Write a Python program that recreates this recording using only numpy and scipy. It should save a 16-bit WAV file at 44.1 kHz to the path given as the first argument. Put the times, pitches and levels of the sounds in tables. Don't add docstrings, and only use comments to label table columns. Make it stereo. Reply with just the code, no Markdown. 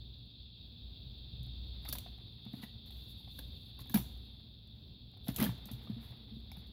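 import sys
import numpy as np
from scipy import signal
from scipy.fft import rfft, irfft, next_fast_len
from scipy.io import wavfile
from scipy.ndimage import uniform_filter1d

SR = 44100
rng = np.random.default_rng(int(sys.argv[2]) if len(sys.argv) > 2 else 0)


def rack_gain(trim_db):
    fader = np.asarray(trim_db, float)
    return 10 ** (fader / 20)


def file_out(sig):
    cols = np.atleast_2d(sig).T
    lim = np.clip(cols, -1, 1)
    pcm = np.round(lim * 32767).astype(np.int16)
    wavfile.write(sys.argv[1], SR, pcm)


N = 296555

# freq_hz, level_db
BRIGHT = [(400, -48.5), (1500, -32.5), (3600, -7.5), (5000, -12.5), (7000, -13.5), (9500, -14.5),
          (10600, -1.5), (12000, -1.5), (15500, -3.5), (16500, -26.5)]
# freq_hz, level_db
DULL = [(200, -54), (480, -2), (750, 3.5), (1100, -2), (1700, -3.5), (2700, -1.5), (3600, -2.5),
        (5200, -10), (8000, -67)]


def evened(x):
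    return x / np.sqrt(np.mean(x ** 2) + 1e-20)


def read(points, hz):
    f, value = np.transpose(points)
    return np.interp(np.log(hz + 1), np.log(f + 1), value)


def curve(rows):
    s, *columns = np.transpose(rows)
    return [np.interp(np.arange(N) / SR, s, c) for c in columns]


def add(mix, s, sound):
    part = mix[..., round(s * SR):][..., :sound.shape[-1]]
    part += sound[..., :part.shape[-1]]


def coloured(x, points):
    log_gain = np.log(rack_gain(read(points, abs(np.fft.fftfreq(4096, 1 / SR)))))
    taps = np.fft.ifft(np.exp(np.conj(signal.hilbert(log_gain)))).real[:2048]
    return signal.oaconvolve(x, taps[None] / np.linalg.norm(taps), axes=1)[:, :N]


def wander(seconds):
    size = round(seconds * SR) + 1
    return evened(uniform_filter1d(uniform_filter1d(rng.standard_normal(N), size), size))


def grain(size):
    alike = 0.38
    own, near = rng.standard_normal((2, size))
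    return np.array([alike * near + np.sqrt(1 - alike ** 2) * own, near])


def burst(db, t60_s, rise_s):
    t = np.arange(6000) / SR
    noise = grain(len(t))
    noise = noise / np.sqrt(uniform_filter1d(noise[1] ** 2, size=40) + .1)
    sputter = rack_gain(3.5 * evened(uniform_filter1d(rng.standard_normal(len(t)), size=24)))
    fall = rack_gain(-60 * t / t60_s)
    crack = 1.5 * fall ** 12
    return rack_gain(db) * np.minimum(t / rise_s, 1) * noise * (0.5 * fall * sputter + crack)


def ring(db, hz, t60_s, contact_s):
    t = np.arange(9000) / SR
    fall_db = -60 * np.maximum(t - contact_s, 0) / t60_s
    build = np.sin(np.pi / 2 * np.minimum(t * hz * 1.54, 1)) ** 2
    return rack_gain(db + fall_db) * build * np.sin(2 * np.pi * hz * t)


def knock(db, hz, t60_s):
    i = np.arange(180)
    contacts = rng.standard_normal(180) * (rng.random(180) < .04) * rack_gain(-6 - i * .08)
    contacts[0] = 1
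    return np.convolve(ring(db, hz, t60_s, contact_s=0.0005), contacts / np.linalg.norm(contacts))


def slide(rise_s, hold_s, db):
    t = np.arange(8000) / SR
    swell = np.minimum(t / rise_s, 1) ** 2
    return rack_gain(db - 800 * np.maximum(t - rise_s - hold_s, 0)) * swell * grain(len(t))


def pair(points):
    # freq_hz, likeness_0_to_1
    likeness = [(60, 0.99), (180, 0.83), (550, 0), (1650, 0.017), (4970, 0.05), (15000, 0.01)]
    hz = np.fft.rfftfreq(next_fast_len(N), 1 / SR)
    a, b, c, d = rng.standard_normal((len(hz), 4)).T
    same = np.clip(read(likeness, hz), 0, 1)
    left = a + 1j * b
    both = np.array([left, same * left + np.sqrt(1 - same ** 2) * (c + 1j * d)])
    return evened(irfft(both * rack_gain(read(points, hz)), next_fast_len(N))[:, :N])


def air():
    # start_s, level_db
    flow = [(0.0, -52), (0.45, -61.5), (0.8, -56), (1.4, -47), (1.65, -47), (1.95, -46), (2.2, -57.5),
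            (2.6, -64), (3.0, -54), (3.3, -57.5), (3.46, -47.5), (3.62, -59), (3.9, -54), (4.02, -46),
            (4.5, -64), (5.4, -53), (6.2, -58.5), (6.72, -52.5)]
    # freq_hz, level_db
    room_tone = [(25, -28.5), (60, 0.5), (150, -9), (300, -19.5), (600, -28), (1200, -41), (2100, -45.5),
                 (3500, -39), (4700, -38), (5800, -53.5), (9500, -61.5), (10500, -52), (15500, -43),
                 (16500, -44)]
    flow_db = curve(flow)[0]
    swing_db = flow_db - flow_db.mean()
    duct_db = -60 + 0.1 * swing_db
    room_db = -55.5 + 0.35 * swing_db + 1.2 * wander(.1)
    hum_hz = 60.14 + 0.93 * wander(0.12)
    tone = np.sin(2 * np.pi * np.cumsum(hum_hz) / SR) * rack_gain(1 + 2.0 * wander(0.025))
    hum = tone + rack_gain(-6.0) * pair([(35, -18.5), (53, -2), (60, 5.0), (68, -8.5), (95, -3.0), (140, -75.5)])
    duct = pair([(70, -42.5), (100, -2.0), (121, 5.0), (140, -18.5), (230, -7.0), (330, -27.0), (900, -70.0)])
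    return rack_gain(flow_db - 0.5) * hum + rack_gain(duct_db + 1.0) * duct + rack_gain(room_db) * pair(room_tone)


def hiss():
    # start_s, level_db
    level = [(0.0, -59.5), (1.89, -54.5), (2.23, -57.5), (3.48, -56), (4.08, -58), (4.7, -61.5),
             (5.24, -60.5), (5.46, -58), (6.72, -60)]
    # freq_hz, level_db
    tone = [(2100, -40.5), (2500, -22.5), (2700, -15.5), (3030, -23), (3200, -7.5), (3600, 1), (4100, -6.5),
            (4500, -7), (5000, -22.5), (5800, -47)]
    level_db = curve(level)[0] + 0.82 * wander(0.015)
    return rack_gain(level_db + [[6], [-18]]) * coloured(rng.standard_normal((2, N)), tone)


def clock():
    first_s, every_s = .1845, .4988
    out = np.zeros((2, N))
    for s in np.arange(first_s, N / SR, every_s):
        shaded_db = -6 * (s < 1.9)
        db = -61 + shaded_db + 1.5 * rng.standard_normal()
        add(out, s, burst(db, t60_s=.025, rise_s=0.001))
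    return coloured(out, BRIGHT) * rack_gain([[3], [-6]])


def rubbing():
    # start_s, level_db, dullness_db
    rub = [(0.0, -116.5, 29), (1.82, -83, 17), (2.0, -62, 2.5), (2.21, -71.5, 4), (2.47, -70, 0.5),
           (2.58, -56.5, -3.5), (2.92, -84.5, 11.5), (3.05, -63.5, -6.5), (3.65, -60, -9.5), (3.82, -73, 9),
           (3.98, -46.5, -16), (4.23, -65.5, 1.5), (4.5, -73, 1), (5.26, -88.5, 8.5), (5.43, -36, 0.5),
           (5.51, -64, 4.5), (5.9, -65.5, 6), (6.72, -78, 12.5)]
    # start_s, length_s, level_db
    brushes = [(1.814, 0.037, -66), (1.85, .04, -62), (2.525, 0.049, -70), (3.002, .07, -68),
               (3.069, .07, -64), (3.17, 0.055, -71), (3.332, .07, -68), (3.675, 0.035, -74),
               (3.79, 0.042, -55.5), (3.893, 0.046, -54), (5.233, .014, -67), (5.242, .05, -57.5),
               (5.347, 0.026, -54), (5.656, 0.035, -67), (5.81, 0.056, -72), (6.008, 0.067, -66),
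               (6.31, .1, -83), (6.515, 0.032, -68), (6.57, .05, -69), (6.66, .04, -75)]
    # start_s, length_s, level_db, dullness_db
    slides = [(1.872, 0.02, -43.5, -8.5), (2.607, 0.036, -53.5, -3.5), (2.847, 0.037, -64.5, -3.5),
              (2.901, 0.11, -65, -7), (3.08, 0.037, -66, -23), (3.292, 0.094, -65, -24),
              (3.376, 0.011, -50, -2), (3.791, 0.016, -52, -23), (5.814, .036, -73, -18),
              (5.883, 0.02, -66, 0), (5.995, 0.12, -67.5, 2)]
    # freq_hz, level_db
    bench = [(120, -18.5), (190, -13.5), (220, 1.5), (270, -11.5), (450, -16.5), (900, -51)]
    rise_s, crackles_per_s = 0.016, 130
    bright, dull = np.zeros((2, 2, N))
    for s, length_s, db, dull_db in slides:
        hold_s = max(length_s - rise_s, 0)
        add(bright, s, slide(rise_s, hold_s, db))
        add(dull, s, slide(rise_s, hold_s, db + dull_db))
    rub_db, dull_db = curve(rub)
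    brush = rack_gain(rub_db - 9.0)
    for s, length_s, db in brushes:
        add(brush, s, rack_gain(db) * np.sin(np.pi * np.arange(0, 1, 1 / (length_s * SR))))
    stick_slip = rack_gain(0.82 * wander(0.0092) + 1.0 * wander(0.00086))
    bright += brush * stick_slip * grain(N)
    crackle_db = rub_db + 7 + 1.2 * np.minimum(rng.exponential(1, N), 2.5)
    bright += rack_gain(crackle_db) * (rng.random(N) < crackles_per_s / SR)
    dull += rack_gain(rub_db + dull_db + 3.2 * wander(0.019) - 6) * grain(N)
    drone = coloured(rack_gain(rub_db + dull_db - 1) * grain(N)[[1, 1]], bench)
    return coloured(bright, BRIGHT) + coloured(dull, DULL) + drone


def bench_thumps():
    # start_s, peak_db, pitch_hz, t60_s
    thumps = [(2.461, -41, 216, 0.07), (2.536, -35, 220, 0.021), (2.57, -48, 258, 0.061),
              (2.596, -47.5, 224, 0.14), (2.633, -39, 213, 0.068), (3.39, -48, 268, 0.05),
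              (3.901, -38, 241, 0.028), (3.972, -33.5, 153, 0.053), (3.99, -39, 200.5, 0.077),
              (5.286, -26, 210, 0.016), (5.306, -42.5, 278, 0.056), (5.392, -28, 149, 0.05),
              (3.95, -37.5, 331, 0.078), (3.995, -48.5, 339, 0.037), (5.461, -34, 198, 0.02),
              (5.472, -31, 205, 0.021), (5.487, -28.5, 169, 0.05), (5.364, -38, 129, 0.041),
              (5.528, -56, 129, .07), (3.81, -38, 121.4, 0.088), (5.401, -33.5, 328, 0.016),
              (5.402, -34, 134, 0.031), (3.9, -42, 290, 0.017), (1.936, -49, 184, 0.054),
              (1.893, -46.5, 275, 0.043), (5.66, -48.5, 194, 0.11), (5.712, -39.5, 221, 0.045),
              (5.897, -31, 209, 0.064), (5.965, -41.5, 230.3, 0.29), (6.32, -46, 224.4, 0.33),
              (6.366, -42, 226, 0.1), (6.573, -46, 185, 0.074)]
    # start_s, peak_db, pitch_hz, t60_s, contact_s
    landings = [
        (3.9431, -24, 205, .02, .005),
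        (3.9475, -22, 206, .022, .0205),
        (5.4152, -26, 217, .025, .011),
        (5.4288, -27.5, 217, .03, .016),
    ]
    # start_s, peak_db
    leans = [(1.064, -41.5), (1.334, -43), (1.404, -39.5), (1.463, -38), (1.888, -46), (5.363, -51),
             (5.493, -29), (5.733, -38), (5.926, -39.5), (6.1, -42.5), (5.519, -42)]
    contact_s = 0.0062
    out = np.zeros((2, N))
    for s, db, hz, t60_s, held_s in [*((*row, contact_s) for row in thumps), *landings]:
        add(out, s, ring(db - 0.1, hz, t60_s, held_s))
        add(out, s + 0.0032, ring(db - 8.0, 123.7, 0.17, contact_s=0.002))
    for s, db in leans:
        add(out, s, ring(db + 0.5, 121.8, 0.19, contact_s))
    return out


def shell_taps():
    # start_s, peak_db, pitch_hz, crack_db (against the ring)
    taps = [(1.851, -44.5, 1300, 8), (1.879, -46.5, 1270, -6), (1.926, -40, 1700, -11),
            (1.927, -46, 1230, -9), (1.93, -44.5, 610, -6), (1.952, -40, 983, 2), (1.984, -54, 590, 9),
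            (2.061, -45, 700, 0), (2.464, -49.5, 755, 0.5), (2.537, -49.5, 720, 3), (2.632, -44, 2700, 2),
            (2.637, -46, 1940, -10), (3.389, -56, 1650, -10), (3.791, -54, 1060, 8.5),
            (3.897, -52.5, 1720, 6), (3.941, -31.5, 910, 2), (3.956, -36, 724, 5), (3.973, -39.5, 960, 5),
            (3.943, -45, 680, 2), (3.942, -36.5, 1630, -11.5), (3.984, -41, 716, -10),
            (4.005, -52, 810, -4), (5.272, -42.5, 690, 4.5), (5.287, -34.5, 796, 4),
            (5.384, -42.5, 1210, 10), (5.396, -38, 1630, 6), (5.402, -38, 1200, 1),
            (5.411, -43.5, 810, 18.5), (3.958, -34, 2340, 3), (5.431, -36, 750, 10), (5.444, -48, 636, 14),
            (5.464, -39, 1730, 9), (5.492, -46.5, 860, 10), (5.686, -50, 865, 10), (5.871, -46, 646, -4),
            (6.518, -49.5, 776, -4)]
    # start_s, peak_db
    touches = [(1.468, -62), (2.181, -58.5), (2.451, -59), (2.588, -65), (2.904, -57.5), (3.275, -55.5),
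               (3.858, -59), (5.136, -61), (5.169, -60.5), (5.659, -56), (5.711, -54), (6.105, -61),
               (6.121, -53), (6.497, -72), (6.568, -54)]
    # start_s, peak_db
    clacks = [(1.8515, -42), (1.9845, -40), (2.4515, -50), (2.533, -46), (2.6335, -38), (2.859, -48),
              (2.9065, -44), (2.915, -50), (3.204, -52), (3.3915, -40), (3.791, -43), (3.8566, -48),
              (3.8966, -40), (3.9412, -28), (3.9568, -28), (3.9735, -32), (5.282, -33), (5.3612, -34),
              (5.366, -36), (5.372, -38), (5.3845, -35), (5.401, -30), (5.4262, -27), (5.4405, -30),
              (5.456, -34), (5.468, -36), (5.656, -40), (5.686, -44), (5.713, -46), (6.5165, -43)]
    # start_s, peak_db, pitch_hz, t60_s
    chimes = [(1.9262, -42, 1644, .04), (2.629, -48, 1990, 0.045), (3.955, -39, 1650, .04),
              (3.956, -39, 2340, .04), (3.975, -45, 2210, .04), (2.633, -50, 3000, .03),
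              (2.908, -65, 760, .05), (3.204, -62, 890, .04), (3.954, -33.5, 148, 0.053),
              (6.569, -63, 800, .04), (5.873, -52.5, 1190, 0.031), (2.536, -60, 1950, 0.034),
              (3.389, -48.5, 1620, 0.025), (3.39, -51, 500, 0.035), (3.791, -64, 1090, 0.053),
              (3.897, -58, 1670, 0.048), (3.898, -58, 1090, 0.048), (3.945, -45, 1383, 0.098),
              (3.95, -45, 2310, .08), (3.95, -57.5, 520, 0.046), (5.385, -36.5, 284, .04),
              (5.403, -34, 2010, 0.044), (5.405, -49, 726, 0.046), (5.427, -38, 1650, 0.033),
              (5.436, -45, 790, 0.045), (5.46, -43, 1690, 0.032), (5.492, -50, 970, 0.036)]
    shell_hz, touch_crack_db = 763, 4.5
    crack_t60_s, ring_t60_s = 1.46 * 0.051, .034
    dull, rings = np.zeros((2, 2, N))
    for s, db, hz, crack_db in [*taps, *((s, db, shell_hz, touch_crack_db) for s, db in touches)]:
        add(dull, s, burst(db + crack_db - 2.5, crack_t60_s, rise_s=0.0028))
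        struck = knock(db - 0.4, hz, ring_t60_s)
        partner = knock(db - 16.5, 0.94 * hz, ring_t60_s)
        add(rings, s, struck + partner)
    for s, db in clacks:
        add(dull, s, rack_gain(db) * np.ones((2, 1)))
    for s, db, hz, t60_s in chimes:
        add(rings, s, ring(db, hz, t60_s, contact_s=0.0013))
    return coloured(dull, DULL) + rings


def clip_snaps():
    # start_s, peak_db
    snaps = [(1.4314, -43.5), (1.463, -55), (1.859, -51), (1.8515, -45), (1.8865, -51), (1.8885, -27.5),
             (1.9263, -20.5), (1.9537, -32), (1.9845, -24), (2.4514, -52), (2.533, -47.5), (2.584, -54),
             (2.6292, -44), (2.9716, -53), (3.3905, -33.5), (3.388, -47), (3.7903, -45), (3.8566, -53),
             (3.8714, -48), (3.8965, -33.5), (3.9424, -15), (3.9405, -37), (5.1157, -60), (5.3442, -39),
             (5.3675, -29), (5.4263, -18.5), (5.4482, -26), (5.5523, -52), (5.5792, -52), (5.6563, -34),
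             (6.4018, -60), (5.263, -60), (6.5166, -42)]
    # start_s, peak_db
    rattles = [(0.2568, -73), (2.8589, -57.5), (2.9065, -54), (3.944, -25), (3.9565, -29.5),
               (3.9734, -32.5), (4.045, -58), (4.25, -66), (5.2457, -62), (5.2821, -35), (5.3615, -28.5),
               (5.3854, -36), (5.4008, -28.5), (5.4402, -29), (5.7141, -41), (6.569, -55.5)]
    # start_s, peak_db
    more_snaps = [(1.8965, -29), (1.9292, -21.5), (1.9345, -24.5), (1.941, -35), (2.623, -56), (2.636, -41),
                  (3.3763, -54), (3.9468, -28.5), (3.969, -36), (5.4072, -30.5), (5.4133, -28), (5.4565, -30),
                  (5.6712, -42), (5.7258, -49), (5.7338, -50), (6.521, -53), (6.582, -50)]
    # start_s, peak_db
    ticks = [(2.992, -60), (3.0852, -50), (3.13, -58), (3.177, -50), (3.2039, -54), (3.3206, -51),
             (3.3908, -22), (3.3921, -28), (3.3932, -25), (3.3955, -40), (3.52, -58), (3.6758, -50),
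             (3.7991, -51), (3.8035, -46.5), (3.8966, -32.5), (4.0185, -45), (4.0445, -41), (4.1742, -42.5),
             (5.2835, -15), (5.2858, -22), (5.4275, -25), (5.6562, -38), (5.899, -57), (6.0322, -51),
             (6.1699, -52), (6.4991, -57), (6.6682, -53), (6.5684, -42), (6.7096, -52)]
    # start_s, peak_db, pitch_hz
    pings = [(1.8895, -38, 4620), (1.9272, -42, 4580), (1.93, -35, 4510), (1.985, -46, 4400),
             (2.6314, -49, 2950), (3.388, -43, 3900), (3.9424, -36, 3500), (3.956, -36, 3640),
             (3.9734, -38, 3380), (3.3908, -44, 4000), (5.2845, -40, 3410), (5.363, -45, 3300),
             (5.3826, -42, 2640), (5.424, -37, 3220), (5.4424, -33, 3270), (6.5166, -51, 2260),
             (6.517, -52.5, 5170)]
    bright, rings = np.zeros((2, 2, N))
    for rows, t60_s in ((snaps, 0.034), (rattles, 0.18), (more_snaps, 0.035)):
        for s, db in rows:
            add(bright, s, burst(db - 2.0, t60_s, rise_s=.0003))
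    for s, db in ticks:
        add(bright, s, rack_gain(db) * np.ones((2, 1)))
    for s, db, hz in pings:
        add(rings, s, knock(db + 7.0, hz, t60_s=.012))
    return coloured(bright, BRIGHT) + rings


def keyboard():
    return rubbing() + bench_thumps() + shell_taps() + clip_snaps()


def walls(x):
    # freq_hz, t60_s
    decay = [(150, 0.22), (700, 0.42), (2500, 0.34), (6000, 0.39), (12000, 0.23)]
    taps = np.zeros((2, SR // 2))
    at = np.arange(150, SR // 2 - 20, 20)
    at = at + rng.integers(0, 20, (2, len(at)))
    np.put_along_axis(taps, at, rng.choice([-1., 1.], at.shape), 1)
    hz, t, z = signal.stft(taps, SR, nperseg=256)
    tail = signal.istft(z * rack_gain(-60 * t / read(decay, hz)[:, None]), SR, nperseg=256)[1]
    return signal.fftconvolve(x[None], tail / np.linalg.norm(tail[0]), axes=1)[:, :N]


def scene():
    # freq_hz, level_db
    shading = [(60, -7), (250, 0.5), (700, -5.5), (1500, -7.5), (3500, -17), (7000, -56), (11000, -14.5),
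               (16000, -7)]
    delay_s = 0.00012
    far, near = keyboard()
    size = next_fast_len(N)
    hz = np.fft.rfftfreq(size, 1 / SR)
    shade = rack_gain(read(shading, hz)) * np.exp(-2j * np.pi * hz * delay_s)
    far = irfft(rfft(far, size) * shade, size)[:N]
    return np.array([far, near]) + walls(near) * rack_gain([[-17], [-14]]) + clock() + hiss() + air()


def top_cut(x):
    return signal.sosfilt(signal.butter(12, 16970, fs=SR, output="sos"), x)


def record(dry):
    # freq_hz, level_db
    floor = [(4800, -140), (5700, -114), (9600, -115), (10600, -124), (15600, -122)]
    # freq_hz, level_db
    low_shadow = [(5300, -77.5), (5800, -31), (7000, -35.5), (9500, -44)]
    # freq_hz, level_db
    top_shadow = [(5000, -40), (5800, -15), (9600, -13), (10500, -6), (16000, -5)]
    edge_hz, sudden_rise_db = 15900, 9
    hz, t, z = signal.stft(dry, SR, nperseg=1024)
    power = uniform_filter1d(abs(z) ** 2, size=3, axis=1)
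    low = power[:, (hz > 3200) & (hz < 4800)].mean(1, keepdims=True)
    top = power[:, (hz > 10500) & (hz < 15500)].mean(1, keepdims=True)
    top_db = 10 * np.log10(top + 1e-20)
    quiet, low_mask, top_mask = (rack_gain(read(p, hz))[:, None] ** 2 for p in (floor, low_shadow, top_shadow))
    patches = np.repeat(np.repeat(rng.standard_normal((130, len(t))), 4, axis=0), 4, axis=1)
    step_db = 4 * patches[None][:, :len(hz), :len(t)]
    threshold = quiet + low * low_mask + top * top_mask
    over_db = 10 * np.log10(power / threshold + 1e-20) - step_db
    keep = np.clip(over_db / 2 + .5, .03, 1)
    sudden = np.diff(top_db, axis=2, prepend=0) > sudden_rise_db
    sudden |= np.roll(sudden, 1, axis=2)
    keep = np.where(sudden, uniform_filter1d(keep, size=48, axis=1), keep)
    keep[:, hz > edge_hz] *= np.clip(top_db / 6 + 14, 0, 1) * rack_gain(-6.5)
    keep[:, hz > 16800] = 0
    mix = signal.istft(z * keep, SR, nperseg=1024)[1][:, :N]
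    return top_cut(mix)


dry = scene()
out = record(dry)
file_out(out)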